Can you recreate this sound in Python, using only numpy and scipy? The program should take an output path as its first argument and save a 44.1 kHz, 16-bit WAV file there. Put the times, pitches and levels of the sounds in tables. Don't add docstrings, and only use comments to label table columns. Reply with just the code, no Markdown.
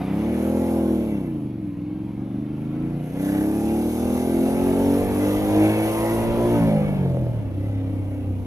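import sys
import numpy as np
from scipy import signal
from scipy.fft import rfft, irfft, next_fast_len
from scipy.io import wavfile
from scipy.ndimage import uniform_filter1d, map_coordinates

SR = 44100
rng = np.random.default_rng(int(sys.argv[2]) if len(sys.argv) > 2 else 0)


def pcm_store(signal):
    levels = np.round(np.clip(np.atleast_2d(signal), -1, 1) * 32767)
    wavfile.write(sys.argv[1], SR, levels.astype(np.int16).T)


N = 373086
STEP = 128

# pitch in Hz, width in Hz, relative level in dB.
SILENCER_MODES = [(108.7, 20.5, 1), (196, 33.5, 4), (314.2, 60, 2), (335.7, 32.4, -1)]
# pitch in Hz, width in Hz, relative level in dB.
PIPE_MODES = [(386, 56.5, 7), (500, 136, 4.5), (782, 232, -3.5), (810.7, 67.6, -1), (1058, 15, -17),
              (1135, 710, -25)]
PULSES = [(0.0094, 0.79, 0.81), (0.321, 0.77, 0.78), (.65, -1, -0.21)]
# time in s, throttle opening from 0 to 1.
THROTTLE_MOVES = [(0, 0.29), (.25, 0.55), (.65, 0.63), (.95, 0.61), (1.4, 0.11), (1.8, 0.01), (2.65, 0.11),
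                  (3.09, 0.29), (3.22, 0.76), (4, 0.79), (4.45, 0.77), (5, 0.79), (5.7, 0.84), (6.1, 0.83),
                  (6.3, 0.61), (6.6, 0.7), (7.0, 0.39), (7.45, 0.26), (8.46, 0.32)]

# dB shut at the middle rate, dB gained wide open, dB per octave of speed, dB gained on the overrun.
THUD_LAW, BARK_LAW = (-24, 5.5, 10.5, -3.5), (-42, 16, 15, -3.5)


def amp(db):
    return 10 ** (np.asarray(db) / 20)


def unit(x, axis=None):
    return x / np.sqrt(np.mean(np.abs(x) ** 2, axis=axis) + 1e-20)


def clock(step=1):
    return np.arange(0, N, step) / SR


def curves(rows, step=1):
    s, *columns = np.transpose(rows)
    return [np.interp(clock(step), s, column) for column in columns]


def chance(places):
    return map_coordinates(rng.standard_normal(900), [places])


def filtered(x, response):
    m = next_fast_len(N + 8192)
    return irfft(rfft(x, m) * response(np.fft.rfftfreq(m, 1 / SR)), m)[..., :N]


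def noise(points, channels=1):
    f, db = np.transpose(points)
    shape = lambda hz: amp(np.interp(np.log(hz + 1), np.log(f), db, -120, -120))
    return unit(filtered(rng.standard_normal((channels, N)), shape))


def ringing(modes, f):
    response = 0
    for k, (centre, width, db) in enumerate(modes):
        mode = 1j * f * width / (centre * centre - f * f + 1j * f * width)
        response = response + (-1) ** k * amp(db) * mode
    return response


def streaky(x, depth_db):
    z = signal.stft(x, nperseg=1024)[2]
    narrow = uniform_filter1d(rng.standard_normal(z.shape[-2:]), size=16, axis=1, mode="wrap")
    broad = uniform_filter1d(rng.standard_normal(narrow.shape), size=40, axis=0)
    broad = uniform_filter1d(broad, size=5, axis=1)
    field = unit(narrow) + 3 * broad
    return unit(signal.istft(z * amp(depth_db * unit(field)), nperseg=1024)[1][..., :N])


def ports(x, lag_ms, apart=0, apart_db=0):
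    late_left = np.array([[1], [0]])
    pair = filtered(x, lambda hz: np.exp(-2j * np.pi * hz * lag_ms / 1000 * late_left))
    return pair + amp(apart_db) * apart


def shaft_rate(step=1):
    # time in s, rate in cycles per s.
    speed_moves = [(0, 30.5), (.3, 38.8), (.61, 42.7), (.96, 40.1), (1.17, 32.6), (1.36, 27), (1.72, 20.2),
                   (1.9, 21.8), (2.3, 24.3), (2.6, 26.4), (3.1, 31), (3.46, 34.8), (3.86, 38.5),
                   (4.57, 44.4), (5.18, 49.4), (5.89, 54.8), (6.34, 58), (6.54, 58.8), (6.66, 54.5),
                   (6.93, 48.4), (7.28, 39.8), (7.52, 31.5), (7.66, 34.4), (8.15, 32.3), (8.46, 31.5)]
    return uniform_filter1d(curves(speed_moves, step)[0], size=SR // 12 // step)


def drive(step=1):
    middle_rate = 40
    overrun_s, overrun_rise_s = 6.55, .06
    overrun = np.clip((clock(step) - overrun_s) / overrun_rise_s, 0, 1)
    return curves(THROTTLE_MOVES, step)[0], np.log2(shaft_rate(step) / middle_rate), overrun


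def level_db(law, step=1):
    return np.interp(clock(step), clock(STEP), law[0] + np.dot(law[1:], drive(STEP)))


def bite():
    rise_s, long_s = .18, .55
    opening = curves(THROTTLE_MOVES)[0]
    past = lambda size: uniform_filter1d(opening, size=size, origin=(size - 1) // 2, mode="nearest")
    return np.clip(past(round(rise_s * SR)) - past(round(long_s * SR)), 0, 1)


def puffs(depth):
    cycles = np.cumsum(shaft_rate()) / SR
    gate = sum(np.exp(-((cycles - place) % 1) / 0.24) for place, *_ in PULSES[:2])
    return unit(1 - depth + depth * gate)


def booming(orders, hz, throttle, size_db, cycles, beating, phase):
    # dB shut at the middle rate, dB gained wide open, dB per octave
    # of speed, dB gained on the overrun; all before the body's colour.
    boom_laws = [(-35.5, -2, 15.5, 0.5), (-35.5, -4.5, 14, 15.5), (-27, -10.5, 12, 0.5),
                 (-35.5, 10, -5.5, -9.5), (-32.5, 8.5, 5.5, -21.5), (-47, 11.5, 5, -5), (-40, 8.5, -3, -2),
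                 (-40.5, 13.5, -2, -8), (-43.0, 3.5, 16, -5.0), (-36.5, -4, 5.5, -9), (-48.5, 13, -1.5, -9),
                 (-46.5, 6, 0, -3.5), (-47, 0.5, -3, -1.5), (-50.0, 11, 6, -4), (-47.5, 1.5, -1, -2.5),
                 (-49.5, 5.5, 1.5, -7.5)]
    # pitch in Hz, dB with the throttle shut, dB with it open.
    body_colour = [(72, -5.5, 0), (106, -11, 2), (127.5, -6, -2), (162, 0, -11), (202.6, 0.5, 3),
                   (247, 1, 0.5), (309, 11.5, 3.5), (328, 6, 1), (393, -8.5, -4.5), (453, -8, -.5),
                   (590, 5, -1)]
    body_hz, *body_db = np.transpose(body_colour)
    burn_db = size_db * chance(cycles)
    for row, law in enumerate(boom_laws, 1):
        shut_db, wide_db = (np.interp(np.log(hz[row]), np.log(body_hz), column) for column in body_db)
        colour_db = shut_db + (wide_db - shut_db) * throttle
        scatter_db = .5 * burn_db + .5 * size_db * chance(cycles)
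        orders[row] = amp(level_db(law, STEP) + colour_db + scatter_db) * beating[row] * phase[row]


def swells_and_walls(hz):
    # time in s, gain in dB.
    note_swells = [(3.1, -4), (4.8, 2.5), (5.43, -3), (5.62, 3), (5.92, -4), (6.28, -3), (6.66, 5.5)]
    # time in s, pitch in Hz, gain in dB, length in s.
    part_swells = [(.12, 175, 10, .08), (.72, 330, 8, .3), (.65, 537, 11, .3), (.65, 860, 6, .3),
                   (2.4, 224, 7.5, .15), (3.05, 155, 8.5, .3), (3.54, 235, 10, .15), (3.6, 382, 10.5, .15),
                   (3.72, 203, -10.5, .5), (3.84, 100, 8, .3), (3.7, 780, 7, .5), (4.44, 347, 12, .15),
                   (4.5, 89, -9, .3), (4.68, 364, 7, .15), (4.8, 315, -10, .3), (5.82, 272, -16, .5),
                   (6.1, 1000, 10, .5), (6.63, 275, 12, .1), (6.73, 545, 9, .12), (6.78, 103, -9.5, .3),
                   (7.2, 570, 7.5, .3), (8.04, 131, -10.5, .5), (8.1, 421, -10, .6), (8.2, 235, -9, .5)]
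    swell_s, part_octaves = 0.12, 0.12
    seconds = clock(STEP)
    db = sum(gain * np.exp(-((seconds - s) / swell_s) ** 2) for s, gain in note_swells)
    for s, at_hz, gain, long in part_swells:
        off_pitch = np.log2(hz / at_hz) / part_octaves
        db = db + gain * np.exp(-((seconds - s) / long) ** 2 - off_pitch ** 2)
    return amp(db)


def sound_orders(orders):
    coarse = 8
    turn = np.exp(2j * np.pi * np.cumsum(shaft_rate(coarse)) * coarse / SR)
    at, knots = np.arange(0, N, coarse) / STEP, np.arange(orders.shape[1])
    total, carrier = 0, 1
    for row in orders:
        carrier = carrier * turn
        total = total + np.sqrt(2) * (np.interp(at, knots, row) * carrier).real
    return signal.resample_poly(total, coarse, 1)[:N]


def firings():
    wide_at = 0.46
    steady_size_db, shut_size_db, overrun_size_db = 1, 1, .5
    late_shut_ms, late_open_ms = .13, .03
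    echo_slow, echo_fast, fast_s = .08, .5, 5
    overrun_echo = .5
    echo_full_order = 9
    chirp_ms, chirp_top_hz = 11, 450

    rate, (opening, _, overrun) = shaft_rate(STEP), drive(STEP)
    cycles = np.cumsum(rate) * STEP / SR
    throttle = np.clip(opening / wide_at, 0, 1)
    size_db = steady_size_db + shut_size_db * np.clip(1 - opening / wide_at, 0, 1) + overrun_size_db * overrun
    scatter_ms = late_shut_ms + (late_open_ms - late_shut_ms) * np.clip(opening, 0, 1)
    echo = np.interp(clock(STEP), [0, fast_s], [echo_slow, echo_fast])
    k = np.arange(1, 41)[:, None]
    hz = k * rate

    source, even_source = 0, 0
    for place, shut, wide in PULSES:
        late = place + rate * scatter_ms / 1000 * chance(cycles)
        size = shut + (wide - shut) * throttle
        source = source + size * amp(size_db * chance(cycles)) * np.exp(-2j * np.pi * k * late)
        even_source = even_source + size * np.exp(-2j * np.pi * k * place)

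    muffled = ringing(SILENCER_MODES, hz) / (1 + 1j * hz / 420) ** 2 * 1j * hz / (70 + 1j * hz)
    piped = ringing(PIPE_MODES, hz)
    thud = source * muffled
    bark = source * piped * (1j * hz / (300 + 1j * hz)) ** 2
    steady = lambda z: z / np.sqrt(uniform_filter1d(np.sum(np.abs(z) ** 2, axis=0), size=40))
    orders = amp(level_db(THUD_LAW, STEP)) * steady(thud) + amp(level_db(BARK_LAW, STEP)) * steady(bark)

    wall = lambda: np.array([chance(cycles / 4.5) + 1j * chance(cycles / 4.5) for _ in k])
    orders *= 1 + echo * wall()
    share = (echo + overrun_echo * overrun) * np.minimum(k / echo_full_order, 1) ** 2
    beating = (1 + share * wall()) / np.sqrt(1 + share ** 2)

    low_path = np.where(hz < chirp_top_hz, muffled, 0) / np.abs(muffled)
    high_path = np.clip(hz / chirp_top_hz - 1, 0, 1) * piped
    even = (low_path + high_path + 1e-6) * even_source
    booming(orders, hz, throttle, size_db, cycles, beating, even / np.abs(even))
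    orders *= swells_and_walls(hz)

    held = np.minimum(hz, chirp_top_hz)
    orders *= np.exp(-2j * np.pi * throttle * chirp_ms / 1000 * held / chirp_top_hz * (hz - held / 2))
    return sound_orders(orders)


def turbulence():
    silencer_gas, pipe_gas = (-19.5, -3, -1.5, 11), (1, -15, .1, -1)

    def gas(modes):
        scattered = rng.standard_normal((2, N))
        rush = ports(rng.standard_normal(N), .11, scattered, apart_db=-4) * puffs(0.91)
        return unit(filtered(rush, lambda hz: ringing(modes, hz + 1)))

    low = amp(level_db(np.add(THUD_LAW, silencer_gas))) * gas(SILENCER_MODES)
    high = amp(level_db(np.add(BARK_LAW, pipe_gas))) * gas(PIPE_MODES)
    return low + high


def hiss():
    # pitch in Hz, relative level in dB per Hz.
    intake_spectrum = [(2060, -27), (3500, -10.5), (4570, -16), (6280, -10), (7120, -15), (9070, -11),
                       (10900, -2.5), (12200, -8), (15500, -20.5)]
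    intake_law = (-68.5, 32.5, 3, -3)
    snap_db = 2
    flutter_db = 1.1 * chance(clock() * 12)
    scattered = noise(intake_spectrum, channels=2)
    air = ports(noise(intake_spectrum)[0] * puffs(0.4), 0.167, scattered, apart_db=-0.5)
    return amp(level_db(intake_law) + snap_db * bite() + flutter_db) * streaky(air, depth_db=3.2)


def clatter():
    # pitch in Hz, relative level in dB per Hz.
    rattle_spectrum = [(530, 1.5), (900, -10), (1350, -16.5), (2210, -19.5), (3090, -21), (5000, -34.5),
                       (6500, -46), (11000, -120)]
    # pitch in Hz, width in Hz, relative level in dB.
    casing_modes = [(1182, 18, 2), (2030, 20, 2.5), (2240, 23, 6), (2716, 55, -0.5), (3470, 104, -8)]
    rattle_law = (-49.5, 13.5, 12, -1)
    snap_db = 4.5
    rasp_mode, rasp_db = (1700, 650, 0), -34.5  # Hz, width Hz, dB; the level is per unit of bite
    shudder_s, shudder_long_s, shudder_db = 1.15, .17, 6
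    seconds, knocks = clock(), puffs(0.57)

    def knocked(response):
        return filtered(rng.standard_normal(N) * knocks, response)

    rings = 0
    for mode in casing_modes:
        swell = amp(3.5 * chance(seconds * 4))
        rings = rings + swell * knocked(lambda hz: ringing([mode], hz + 1))
    ring_db = -8.0 + shudder_db * np.exp(-((seconds - shudder_s) / shudder_long_s) ** 2)
    near = noise(rattle_spectrum)[0] * knocks + amp(ring_db) * unit(rings)
    rattle = streaky(ports(near, .15, noise(rattle_spectrum, channels=2), apart_db=-3), depth_db=4.5)
    rasp = unit(knocked(lambda hz: ringing([rasp_mode], hz) ** 2))
    shake_db = 1.2 * chance(seconds * 7)
    rattle = amp(level_db(rattle_law) + snap_db * bite() + shake_db) * rattle
    return rattle + amp(rasp_db + shake_db) * bite() * ports(rasp, .15)


def headwind():
    # time in s, buffet level in dB before a common lift.
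    wind_levels = [(0.0, -67), (2.78, -58), (4.3, -47.5), (4.95, -41.5), (6.22, -44), (6.57, -39.5),
                   (8.46, -51)]
    # pitch in Hz, relative level in dB per Hz.
    buffet_spectrum = [(15, -15.5), (30, -8), (60, -3), (120, -12), (300, -13), (700, -47)]
    lumps = amp(3 * chance(clock() * 7))
    buffets = ports(noise(buffet_spectrum)[0], 0, noise(buffet_spectrum, channels=2), apart_db=1)
    return amp(curves(wind_levels)[0] + 3.5) * lumps * buffets


def street():
    # pitch in Hz, relative level in dB per Hz.
    street_spectrum = [(410, -31.5), (700, 4.5), (850, -3.5), (1800, -16.5), (2250, -11), (7800, -40),
                       (11200, -29), (13300, -35), (15500, -71)]
    # time in s, level in dB.
    street_levels = [(0, -40), (1.5, -54), (6.4, -40.5), (7, -52.5), (8.46, -53.5)]
    scattered = noise(street_spectrum, channels=2)
    bed = ports(noise(street_spectrum)[0], 0.018, scattered, apart_db=-14.5)
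    return amp(curves(street_levels)[0]) * streaky(bed, depth_db=4)


def pops():
    # time in s, peak in dB.
    late_burns = [(6.892, -16), (7.06, -19), (7.147, -23), (7.17, -18.5), (7.267, -21)]
    burst = amp(-60 * clock() / .004)
    pop = filtered(burst, lambda hz: ringing(PIPE_MODES[1:], hz + 1))[:SR // 20]
    blows = np.zeros(N)
    for s, db in late_burns:
        blows[round(s * SR)] = amp(db)
    return signal.fftconvolve(blows, pop / np.abs(pop).max())[:N]


def scene():
    exhaust = ports(firings() + pops(), 0.11)
    return exhaust + turbulence() + hiss() + clatter() + headwind() + street()


def record(dry):
    top_hz = 15680
    return filtered(dry, lambda hz: hz < top_hz)


dry = scene()
out = record(dry)
pcm_store(out)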